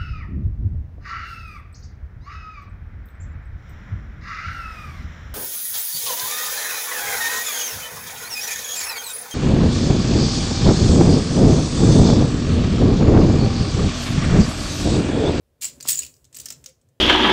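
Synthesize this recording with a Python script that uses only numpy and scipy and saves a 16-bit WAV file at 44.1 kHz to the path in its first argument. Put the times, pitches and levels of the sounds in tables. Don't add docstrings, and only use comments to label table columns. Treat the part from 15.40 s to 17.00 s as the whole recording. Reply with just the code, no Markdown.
import sys
import numpy as np
from scipy import signal
from scipy.fft import rfft, irfft
from scipy.io import wavfile
from scipy.ndimage import uniform_filter1d

SR = 44100
rng = np.random.default_rng(int(sys.argv[2]) if len(sys.argv) > 2 else 0)


def pcm_store(signal):
    levels = np.round(np.clip(np.atleast_2d(signal), -1, 1) * 32767)
    wavfile.write(sys.argv[1], SR, levels.astype(np.int16).T)


N = 70560
T = np.arange(N) / SR
LN_1000 = np.log(1000)
CANDY_RANGE_HZ, PING_T60_S = (6700, 8460), 0.016


def from_db(db):
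    return 10 ** (np.asarray(db) / 20)


def rms_one(x):
    return x / np.sqrt(np.mean(x ** 2) + 1e-20)


def decay(start, tau):
    return (T >= start) * np.exp(-np.clip((T - start) / tau, 0, 60))


def strike(start, tau, rise_s=0.0011):
    return decay(start, tau) * (1 - decay(start, rise_s))


def grit():
    return rng.choice([-1., 1.], N)


def drift(per_s):
    width = int(SR / per_s)
    smoothed = uniform_filter1d(rng.standard_normal(N), width, mode="wrap")
    return rms_one(uniform_filter1d(smoothed, width, mode="wrap"))


def convolve(x, response):
    return signal.fftconvolve(x, response)[:N]


def colour(x, spectrum, tilt_db=0, size=2048):
    octave = np.log2(np.maximum(np.arange(size // 2 + 1) * SR / size, 1))
    hz, db = np.transpose(spectrum)
    shape_db = np.interp(octave, np.log2(hz), db) + tilt_db * np.maximum(octave - np.log2(1000), 0)
    cepstrum = irfft(np.log(from_db(shape_db)))
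    cepstrum[1:size // 2] *= 2
    cepstrum[size // 2 + 1:] = 0
    response = irfft(np.exp(rfft(cepstrum)))
    return convolve(x, response / np.linalg.norm(response))


def background(waver_db=7, floor_db=-72):
    # frequency in Hz, median level in dB.
    hum_partials = [(66, -73), (100, -71.5), (130, -73.5)]
    # centre in seconds, half width in seconds, frequency in Hz, peak level in dB.
    low_tones = [(.38, .08, 567, -64), (.5, 0.1, 130, -52), (0.599, 0.061, 405.7, -60),
                 (.65, 0.025, 72, -49.5), (1.201, 0.096, 69.2, -60), (1.297, 0.023, 522, -53)]
    # frequency in Hz, relative level of the room noise in dB.
    floor_spectrum = [(25, -35), (100, 0.5), (200, -11.5), (520, -4.5), (900, -19.5), (2000, -26),
                      (15000, -33.5)]
    hum = sum(from_db(db + waver_db * drift(27)) * np.sin(2 * np.pi * hz * T + drift(45))
              for hz, db in hum_partials)
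    tones = sum(from_db(db) * np.exp(-((T - centre) / width) ** 2) * np.sin(2 * np.pi * hz * T)
                for centre, width, hz, db in low_tones)
    return hum + tones + from_db(floor_db) * colour(rng.standard_normal(N), floor_spectrum, size=8192)


def handling(bump_octaves=1.2):
    # time in seconds, level of the rubbing in dB.
    rub_levels = [(0, -72.5), (.19, -71.5), (.27, -55), (.48, -56.5), (.65, -55), (.74, -66.5), (.9, -67.5),
                  (1.0, -54), (1.28, -61.5), (1.36, -72)]
    # frequency in Hz, relative level in dB.
    rub_spectrum = [(30, -28), (66, 0.5), (130, 4.5), (230, -5), (520, -8.5), (800, -19), (6000, -27.5)]
    # start in seconds, peak level in dB, centre frequency in Hz.
    bumps = [(0.376, -47, 220), (0.4527, -39, 270), (.4531, -31, 900)]
    rub_envelope = from_db(np.interp(T, *np.transpose(rub_levels)))
    out = rub_envelope * colour(rng.standard_normal(N), rub_spectrum, size=8192)
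    for start, db, hz in bumps:
        edges_hz = hz * 2 ** (np.array([-.5, .5]) * bump_octaves)
        band = signal.butter(3, edges_hz, "band", fs=SR, output="sos")
        push = signal.sosfilt(band, signal.unit_impulse(N, int(start * SR)) + 1e-18)
        out += from_db(db) * push / np.abs(push).max()
    return out


def contacts(per_s, spread_db, decay_s=0.0012):
    sizes = (rng.random(N) < per_s / SR) * from_db(spread_db * np.minimum(rng.exponential(1, N), 3))
    power = signal.lfilter([1], [1, -np.exp(-2 / (decay_s * SR))], sizes ** 2 + 1e-18)
    return rms_one(np.sqrt(power) * grit())


def chatter(pings_per_s=2100, sizes=10):
    out = 0
    for hz in np.linspace(*CANDY_RANGE_HZ, sizes):
        knocks = (rng.random(N) < pings_per_s / sizes / SR) * rng.random(N)
        ping = strike(0, PING_T60_S / LN_1000) * np.sin(2 * np.pi * hz * T)
        out += convolve(knocks, ping)
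    return rms_one(out)


def wheel_ring(cracks, gain_db=-18):
    # frequency in Hz, relative level in dB, time to fall 60 dB in seconds.
    modes = [(2380, -34, 0.11), (8030, -32.5, .05)]
    response = sum(from_db(db + gain_db) * decay(0, t60 / LN_1000) * np.sin(2 * np.pi * hz * T)
                   for hz, db, t60 in modes)
    return convolve(cracks, response)


def candies(hit_gain_db=5.5, crack_s=0.0015, neighbour_db=-13):
    # start in seconds, relative level in dB,
    # ping frequency in Hz, ping level against the crack in dB.
    hits = [(0.2134, -33, 7140, 2), (0.2225, -28, 2360, -7.5), (0.2283, -22.5, 5200, -9),
            (0.243, -29, 7120, 12), (0.2514, -30.5, 7670, 11.5), (0.4262, -27, 8370, -3.5),
            (0.43, -35, 6950, 6.5), (0.4749, -20.5, 7900, -5), (0.4864, -9, 8130, -14),
            (.4882, -16, 7500, -24), (0.4921, -10, 7340, -27), (0.496, -13.5, 8340, -7),
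            (0.5047, -21, 8180, 4), (.511, -23, 7290, -6), (0.5172, -21, 7930, 8), (0.52, -30, 8200, 10.5),
            (0.5228, -17.5, 7140, -3.5), (0.5303, -22, 6740, 7), (0.5431, -28.5, 7000, 2),
            (.555, -25, 7070, 9), (0.5729, -24.5, 7200, 7.5), (0.58, -26, 6960, 8), (0.5901, -16, 7680, -2),
            (0.5908, -22.5, 6890, 11), (0.6038, -34, 8200, 1), (0.6209, -27, 2870, -6),
            (0.6326, -24, 2580, -9.5), (0.6487, -29.5, 7520, -0.5), (0.6639, -28.5, 2900, -21)]
    # start, rise, hold and release in seconds, level in dB, treble tilt in dB per octave,
    # ping level against the cracks in dB.
    slides = [(0.2092, 0.015, 0.022, 0.022, -27, -1.5, -14.5),
              (0.438, 0.037, 0.043, 0.029, -36.5, -4.5, -15), (0.48, 0.0039, 0.012, 0.029, -17, 3.5, -9.5),
              (0.537, 0.014, 0.077, 0.027, -41, -1.5, -10.5), (0.931, 0.013, 0.188, 0.01, -52.5, -2, -18),
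              (1.275, .006, 0.017, 0.0084, -55, -2.5, -22)]
    # frequency in Hz, relative level of a crack in the wheel in dB.
    wheel_spectrum = [(600, -29), (1300, -24.5), (2400, -11.5), (3600, -9), (5200, -3), (6300, -6.5),
                      (7100, 1.5), (8400, -3.5), (10000, -8.5), (12700, -14), (15200, -6)]
    force, pings = 0, 0
    neighbours = rng.uniform(*CANDY_RANGE_HZ, (len(hits), 2))
    for (start, db, hz, ping_db), neighbour_hz in zip(hits, neighbours):
        level = from_db(db + hit_gain_db)
        force += level * strike(start, crack_s) * grit()
        turn = 2 * np.pi * (T - start)
        ring = np.sin(hz * turn) + from_db(neighbour_db) * sum(np.sin(f * turn) for f in neighbour_hz)
        pings += level * from_db(ping_db) * strike(start, PING_T60_S / LN_1000) * ring
    cracks = colour(force, wheel_spectrum)
    random_pings = chatter()
    for start, rise, hold, release, db, tilt_db, ping_db in slides:
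        onset = np.clip((T - start) / rise, 0, 1)
        fade = np.exp(-np.maximum(T - start - rise - hold, 0) / release)
        envelope = from_db(db) * onset * fade
        cracks += colour(envelope * contacts(per_s=1400, spread_db=4), wheel_spectrum, tilt_db)
        pings += from_db(ping_db) * envelope * random_pings
    return cracks + pings + wheel_ring(cracks)


def accent(x, hz, q=5, gain_db=4):
    b, a = signal.iirpeak(hz, q, fs=SR)
    out = x + from_db(gain_db) * signal.lfilter(b, a, x)
    return out * np.std(x) / np.std(out)


def frame_clicks(decay_s=0.0028, slip_db=-4.5):
    # start in seconds, level in dB, treble tilt in dB per octave, resonance in Hz.
    clicks = [(0.4019, -34, -8, 5770), (0.407, -26.5, -1, 4960), (0.7388, -46.5, -2.5, 5530),
              (0.765, -49.5, -1.5, 5900), (.843, -46, -1.5, 5570), (0.851, -45, -2.5, 7330),
              (0.9272, -42, -3, 7700), (0.9455, -31.5, -0.5, 7870), (.951, -30.5, 2.5, 7840),
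              (.964, -30.5, -2, 7740), (0.9682, -25.5, -.5, 13400), (0.9857, -27.5, -1, 7100),
              (0.9985, -25, -0.5, 5160), (1.0015, -26, 6, 7900), (1.015, -31.5, 2, 7940),
              (1.0568, -20, 3, 5660), (1.0622, -29.5, -5.5, 7600), (1.0848, -26, -1, 5260),
              (1.1028, -22, 0, 5340), (1.108, -35.5, -10, 5200), (1.1226, -28, -0.5, 7100),
              (1.2405, -34.5, -3, 7440), (1.2601, -25.5, -2, 6240), (1.4133, -57.5, -1.5, 8150),
              (1.487, -58, 0, 8020)]
    # frequency in Hz, relative level in dB.
    frame_spectrum = [(900, -25.5), (1400, -20), (2800, -10), (3900, -9.5), (5300, -5), (7900, -2.5),
                      (10000, -9), (12700, -13.5), (15200, -8)]
    out = 0
    for start, db, tilt_db, hz in clicks:
        roughness = grit() + from_db(slip_db) * contacts(per_s=1800, spread_db=0.5)
        force = strike(start, decay_s) * roughness
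        out += from_db(db) * accent(colour(force, frame_spectrum, tilt_db), hz)
    return out


def room(x, early_delay_s=0.0024, early_t60_s=0.066, early_db=-8, tail_delay_s=0.008):
    # upper band edge in Hz, level before band filtering in dB, reverberation time in seconds.
    tail_bands = [(3700, -8, 0.2), (8600, -11, 0.23), (16980, -21, 0.59)]
    early = rng.standard_normal(N) * decay(early_delay_s, early_t60_s / LN_1000)
    response = from_db(early_db) * early / np.linalg.norm(early)
    low_hz = 100
    for high_hz, db, t60 in tail_bands:
        tail = grit() * decay(tail_delay_s, t60 / LN_1000)
        band = signal.butter(2, [low_hz, high_hz], "band", fs=SR, output="sos")
        response += from_db(db) * signal.sosfilt(band, tail / np.linalg.norm(tail))
        low_hz = high_hz
    return convolve(x, response)


def scene(click_send_db=-0.5):
    rattle = candies() + handling()
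    clicks = frame_clicks()
    reverberation = room(rattle + from_db(click_send_db) * clicks)
    return (rattle + clicks + reverberation + background())[None]


def record(dry):
    return signal.sosfilt(signal.ellip(10, .2, 75, 15600, fs=SR, output="sos"), dry)


dry = scene()
out = record(dry)
pcm_store(out)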